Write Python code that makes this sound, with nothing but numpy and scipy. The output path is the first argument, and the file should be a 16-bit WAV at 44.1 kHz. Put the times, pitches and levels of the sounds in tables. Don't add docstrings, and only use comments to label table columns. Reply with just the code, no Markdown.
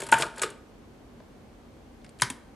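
import sys
import numpy as np
from scipy import signal
from scipy.io import wavfile

SR = 44100
rng = np.random.default_rng(int(sys.argv[2]) if len(sys.argv) > 2 else 0)


def master(y):
    cut = np.clip(np.atleast_2d(y).T, -1, 1)
    pcm = np.round(cut * 32767)
    wavfile.write(sys.argv[1], SR, pcm.astype(np.int16))


def boost_factor(decibels):
    exponent = np.asarray(decibels, float) / 20
    return 10 ** exponent


N = 112454


def rms_one(x):
    return x / np.sqrt(np.mean(x ** 2) + 1e-20)


def at_hz(points, hz):
    points = np.array(points)
    return np.interp(np.log(hz), np.log(points[:, 0]), points[:, 1])


def filtered(x, order, hz, kind="low"):
    return signal.sosfilt(signal.butter(order, hz, kind, fs=SR, output="sos"), x)


def ring(drive, hz, t60):
    shrink = boost_factor(-60 / (t60 * SR))
    turn = 2 * np.pi * hz / SR
    tiny = 1e-18
    return signal.lfilter([.5, 0, -.5], [1, -2 * shrink * np.cos(turn), shrink ** 2], drive + tiny)


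def grit(per_s, uneven_db):
    sizes = boost_factor(uneven_db * np.minimum(rng.exponential(1, N), 4)) * rng.choice([-1, 1], N)
    happens = rng.random(N) < per_s / SR
    return rms_one(sizes * happens)


def strike(rows, modes, spread_db, ring_db, rattle_db, rattle_t60, steady):
    t = np.arange(9000) / SR
    clicks = grit(9000, uneven_db=2.0)
    loose = rng.standard_normal((len(rows), len(t)))
    luck = rng.normal(0, 1, (len(rows), len(modes)))
    drives = np.tile(steady, (len(modes), 1))
    cracks = np.zeros(N)
    hz = np.array(modes)[:, 0]
    rattle_rise_s = 0.00087

    for k, (s, db, centre_hz, chatter_s, width_oct) in enumerate(rows):
        at = int(s * SR) + np.arange(len(t))
        burst = clicks[k * 2500:][:len(t)] * np.exp(-t / max(chatter_s, .0002))
        burst[0] = 2 * np.sign(luck[k, 0])
        burst = burst / np.sqrt(np.sum(burst ** 2))

        fade = boost_factor(rattle_db - 33.5 - 60 * t / rattle_t60)
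        rattle = loose[k] * fade * (1 - np.exp(-t / rattle_rise_s))
        edges = centre_hz * 2. ** np.array([-width_oct, width_oct])
        even_out = np.sqrt(SR / np.ptp(edges))
        cracks[at] += boost_factor(db) * even_out * filtered(burst + rattle, 3, edges, "band")

        far_db = 6.9 * (np.log2(hz / centre_hz) / width_oct) ** 2
        drives[:, at] += np.outer(boost_factor(db + spread_db * luck[k] - far_db), burst)

    rung = sum(boost_factor(db) * ring(drive, f, t60) for drive, (f, db, t60) in zip(drives, modes))
    return cracks + boost_factor(ring_db) * rung


# time in seconds, level in dB.
GEAR_DRIVE = [
    (0, -37),
    (.11, -45.5),
    (.16, -32),
    (.23, -29),
    (.32, -50.5),
    (.38, -45.5),
    (.46, -42),
    (0.538, -58),
    (.6, -74),
]


def gears():
    s, db = np.transpose(GEAR_DRIVE)
    push = boost_factor(np.interp(np.arange(N) / SR, s, db) - 29.0)
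    return push * grit(2700, uneven_db=3.5)


# start in seconds, level in dB, centre pitch in Hz,
# chatter time in seconds, width in octaves.
CASE_BLOWS = [(.003, -29, 1480, .006, .25), (.002, -37, 420, 0.0046, 0.41), (.020, -23, 2360, 0.0021, .6),
              (.021, -46, 500, 0.0035, 1.2), (.0262, -24, 425, 0.00015, 0.55),
              (.046, -47, 1400, 0.0029, 0.29), (.066, -38, 1100, .005, 0.8),
              (.0875, -28, 980, 0.0048, 0.19), (.092, -27.5, 1500, 0.0076, 0.91),
              (.1243, -5, 950, .0003, 0.53), (.126, -9.5, 1450, 0.00034, 0.39),
              (.1277, -4.5, 1900, 0.00014, .7), (.1255, -5.5, 905, 0.00023, .12),
              (.130, -18, 147, 0.016, 0.85), (.1413, -15.5, 1400, 0.0012, 1.1),
              (.133, -19, 1800, .004, 0.13), (.152, -21, 1030, .003, .12), (.143, -18.5, 1480, 0.0038, .2),
              (.178, -25, 1800, 0.0051, 0.34), (.200, -13, 394, 0.0038, 0.22),
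              (.223, -12, 1450, 0.0015, 0.19), (.229, -19, 1300, 0.009, 0.4),
              (.230, -24.5, 600, 0.0081, 0.61), (.372, -29.5, 1310, 0.035, 0.61),
              (.386, -31.5, 398, 0.0046, 0.53), (.417, -18.5, 2600, 0.023, 1.52),
              (.418, -23, 415, 0.0044, 0.49), (.424, -25, 1470, 0.0021, 0.5),
              (.4335, -16, 1390, 0.0032, 0.27), (.4328, -19.5, 3020, 0.0032, 0.6),
              (.436, -18, 397, 0.0078, 0.22), (.478, -37, 385, .003, 0.28),
              (.506, -33.5, 320, 0.0026, 0.43), (1.111, -49.5, 293, 0.00037, 0.53),
              (1.202, -42, 497, 0.0035, 1.07), (2.222, -17.5, 138.5, 0.0052, 0.92),
              (2.303, -25.5, 245, 0.0014, 0.65)]
# pitch in Hz, level in dB, time to fall 60 dB in seconds.
CASE_TONES = [(132, 0.5, 0.078), (256, -10.5, 0.083), (400, -2.5, 0.087), (470, -12, 0.066),
              (600, 4, 0.027), (667, -10.5, 0.12), (911.1, 1, 0.1), (1030, -7, 0.038), (1263, -7.5, 0.049),
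              (1459, -9, .07), (1530, -3, .016), (1617, -11, 0.1), (1794, -13.5, 0.094), (2260, -2, 0.014)]


def case(teeth):
    rung = strike(CASE_BLOWS, CASE_TONES, spread_db=2.84, ring_db=-7.5,
                  rattle_db=4, rattle_t60=0.32, steady=boost_factor(1) * teeth)
    return filtered(rung, 2, 4500)


# start in seconds, level in dB,
# centre pitch in Hz, chatter time in seconds.
STEEL_TICKS = [(.003, -29, 7000, 0.0046), (.018, -27, 8040, 0.0064), (.034, -32, 7000, 0.0075),
               (0.066, -32.5, 6000, 0.0048), (0.088, -31.5, 7540, 0.006), (0.1164, -15, 8250, 0.017),
               (0.1263, -24.5, 4500, 0.0011), (0.135, -19, 7600, 0.0082), (0.184, -22.5, 8300, 0.0084),
               (0.199, -27.5, 7860, 0.005), (.208, -21, 7200, 0.0095), (0.2222, -19.5, 4500, 0.0048),
               (0.361, -42.5, 7360, 0.005), (.381, -31.5, 7300, 0.0037), (.395, -34.5, 4440, 0.0026),
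               (0.4167, -25, 8050, 0.012), (0.4185, -14.5, 8000, 0.014), (.433, -24.5, 3370, 0.007),
               (.503, -36.5, 8100, 0.0035), (2.016, -65.5, 3000, .003), (2.045, -48.5, 4270, 0.003),
               (2.047, -50, 9500, 0.0027), (2.064, -52, 3300, 0.0029), (2.092, -48.5, 5700, 0.0037),
               (2.188, -47.5, 5750, 0.009), (2.199, -40.5, 7000, 0.0066), (2.211, -30.5, 7600, .003),
               (2.2197, -13.5, 5600, 0.0015), (2.3008, -21.5, 8000, 0.0036)]
# pitch in Hz, level in dB.
STEEL_BRIGHTNESS = [(2500, 5), (3400, 4.5), (4600, -1.5), (5700, -22.5), (7500, 4), (9400, -4.5),
                    (11000, -24.5), (12800, -7)]


def steel(teeth):
    hz = np.geomspace(2400, 12500, num=40) * rng.uniform(.99, 1.01, 40)
    t60 = .018 * rng.uniform(.7, 1.6, size=40)
    modes = np.transpose([hz, at_hz(STEEL_BRIGHTNESS, hz), t60])
    ticks = [(*row, 0.98) for row in STEEL_TICKS]
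    rung = strike(ticks, modes, spread_db=2.0, ring_db=-23,
                  rattle_db=-1.5, rattle_t60=0.17, steady=boost_factor(-8) * teeth)
    rung = rung + boost_factor(14.5) * filtered(teeth, 1, [900, 7000], "band")
    dip_hz, dip_width_hz = 6100, 360
    dip = filtered(rung, 1, [dip_hz - dip_width_hz / 2, dip_hz + dip_width_hz / 2], "band")
    return boost_factor(6.5) * (rung - 0.52 * dip)


def room(x):
    t = np.arange(SR // 2) / SR
    gap_s, low_t60, treble_t60 = 0.0043, 0.47, 0.39
    build = np.clip(t / gap_s, 0, 1) ** 2
    low, high = rng.standard_normal((2, 2, len(t))) * build
    low = filtered(low, 2, 2500) * boost_factor(-15.5 - 60 * t / low_t60)
    high = filtered(high, 2, 2500, "high") * boost_factor(-23 - 60 * t / treble_t60)
    mid, side = signal.fftconvolve(x[None], 0.038 * (low + high), axes=1)[:, :N]
    return mid + 0.17 * side * np.array([[1], [-1]])


# pitch in Hz, level in dB per Hz.
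AIR_COLOUR = [(24, -31), (40, 4), (170, -4), (224, -1.5), (496, -7), (1520, -20), (8000, -34.5),
              (15500, -43)]
# pitch in Hz, likeness (1 is the same, 0 is unrelated).
AIR_LIKENESS = [(40, 1), (300, 0.68), (2000, 0.1), (8000, 0.23), (13000, 0.048)]


def air():
    out = 0
    edges = 36 * 2 ** np.arange(0, 9.1, .5)
    white = rng.standard_normal((3, 2, N))
    for k, (low, high) in enumerate(zip(edges, edges[1:])):
        mid, side = filtered(white[k % 2], 2, [low, high], "band")
        hz = np.sqrt(low * high)
        alike = at_hz(AIR_LIKENESS, hz)
        both = np.sqrt(1 + alike) * mid + np.sqrt(1 - alike) * side * [[1], [-1]]
        out = out + boost_factor(at_hz(AIR_COLOUR, hz)) * both
    out = filtered(out, 4, 38, "high")
    boom_hz, boom_width_hz = 241, 40
    boom = ring(white[2, 0], boom_hz, 2.6 / boom_width_hz)
    return boost_factor(-53) * rms_one(out) + boost_factor(-58.5) * rms_one(boom)


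# start in seconds, level in dB,
# centre pitch in Hz, chatter time in seconds, width in octaves.
KEY_TOUCHES = [(2.046, -41.5, 1800, 0.0039, .5), (2.199, -26, 2187, 0.0019, 0.5),
               (2.2185, -44, 7400, 0.0016, .6), (2.2201, -17.5, 1210, .0004, 0.47),
               (2.2204, -11, 8500, 0.00039, 1.1), (2.2215, -9.5, 4420, 0.0014, 0.49),
               (2.2222, -9, 1577, 0.00025, 0.51), (2.2235, -32, 9300, 0.0022, 0.7),
               (2.2295, -18.5, 2364, .003, 1.15), (2.232, -22.5, 8980, 0.0024, .6),
               (2.2335, -22.5, 1540, 0.0015, 0.45), (2.2205, -21, 2320, .001, 0.21),
               (2.236, -27, 400, .012, .5), (2.274, -34, 1680, 0.007, 0.4),
               (2.301, -25.5, 2000, 0.0078, 0.78)]
# pitch in Hz, level in dB, time to fall 60 dB in seconds.
KEY_TONES = [(1000, 7, 0.025), (1314, -21, 0.038), (1550, -3, .018), (1800, -0.5, 0.011), (2150, -6, 0.039),
             (2410, -27.5, 0.073), (3147, -1.5, .025), (3680, -19, .03), (4770, -3, 0.01),
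             (4955, -9, 0.022), (6500, 1.5, 0.029), (9010, 5, 0.021), (9460, -2, 0.014), (10650, -1, 0.017)]


def key():
    return strike(KEY_TOUCHES, KEY_TONES, spread_db=2.9, ring_db=-10.5,
                  rattle_db=3, rattle_t60=0.2, steady=np.zeros(N))


def scene():
    teeth = gears()
    machine = case(teeth) + steel(teeth) + key()
    machine = filtered(machine, 3, 113, "high")
    machine = filtered(machine, 10, 11100)
    port_lag_s = 0.000238
    late = np.interp(np.arange(N) - port_lag_s * SR, np.arange(N), machine)
    apart = boost_factor(2.5) * filtered(late, 4, 11300, "high")
    direct = machine * boost_factor(0.68 * np.array([[1], [-1]]))
    return direct + apart * [[-1], [1]] + room(machine) + air()


def low_pass(x):
    return signal.sosfilt(signal.butter(12, 15770, fs=SR, output="sos"), x)


def record(dry):
    limit = .95
    rounded = limit * np.tanh(dry / limit) + 0.16 * dry
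    mix = signal.sosfilt(signal.cheby2(12, 70, 15900, fs=SR, output="sos"), rounded)
    return low_pass(mix)


dry = scene()
out = record(dry)
master(out)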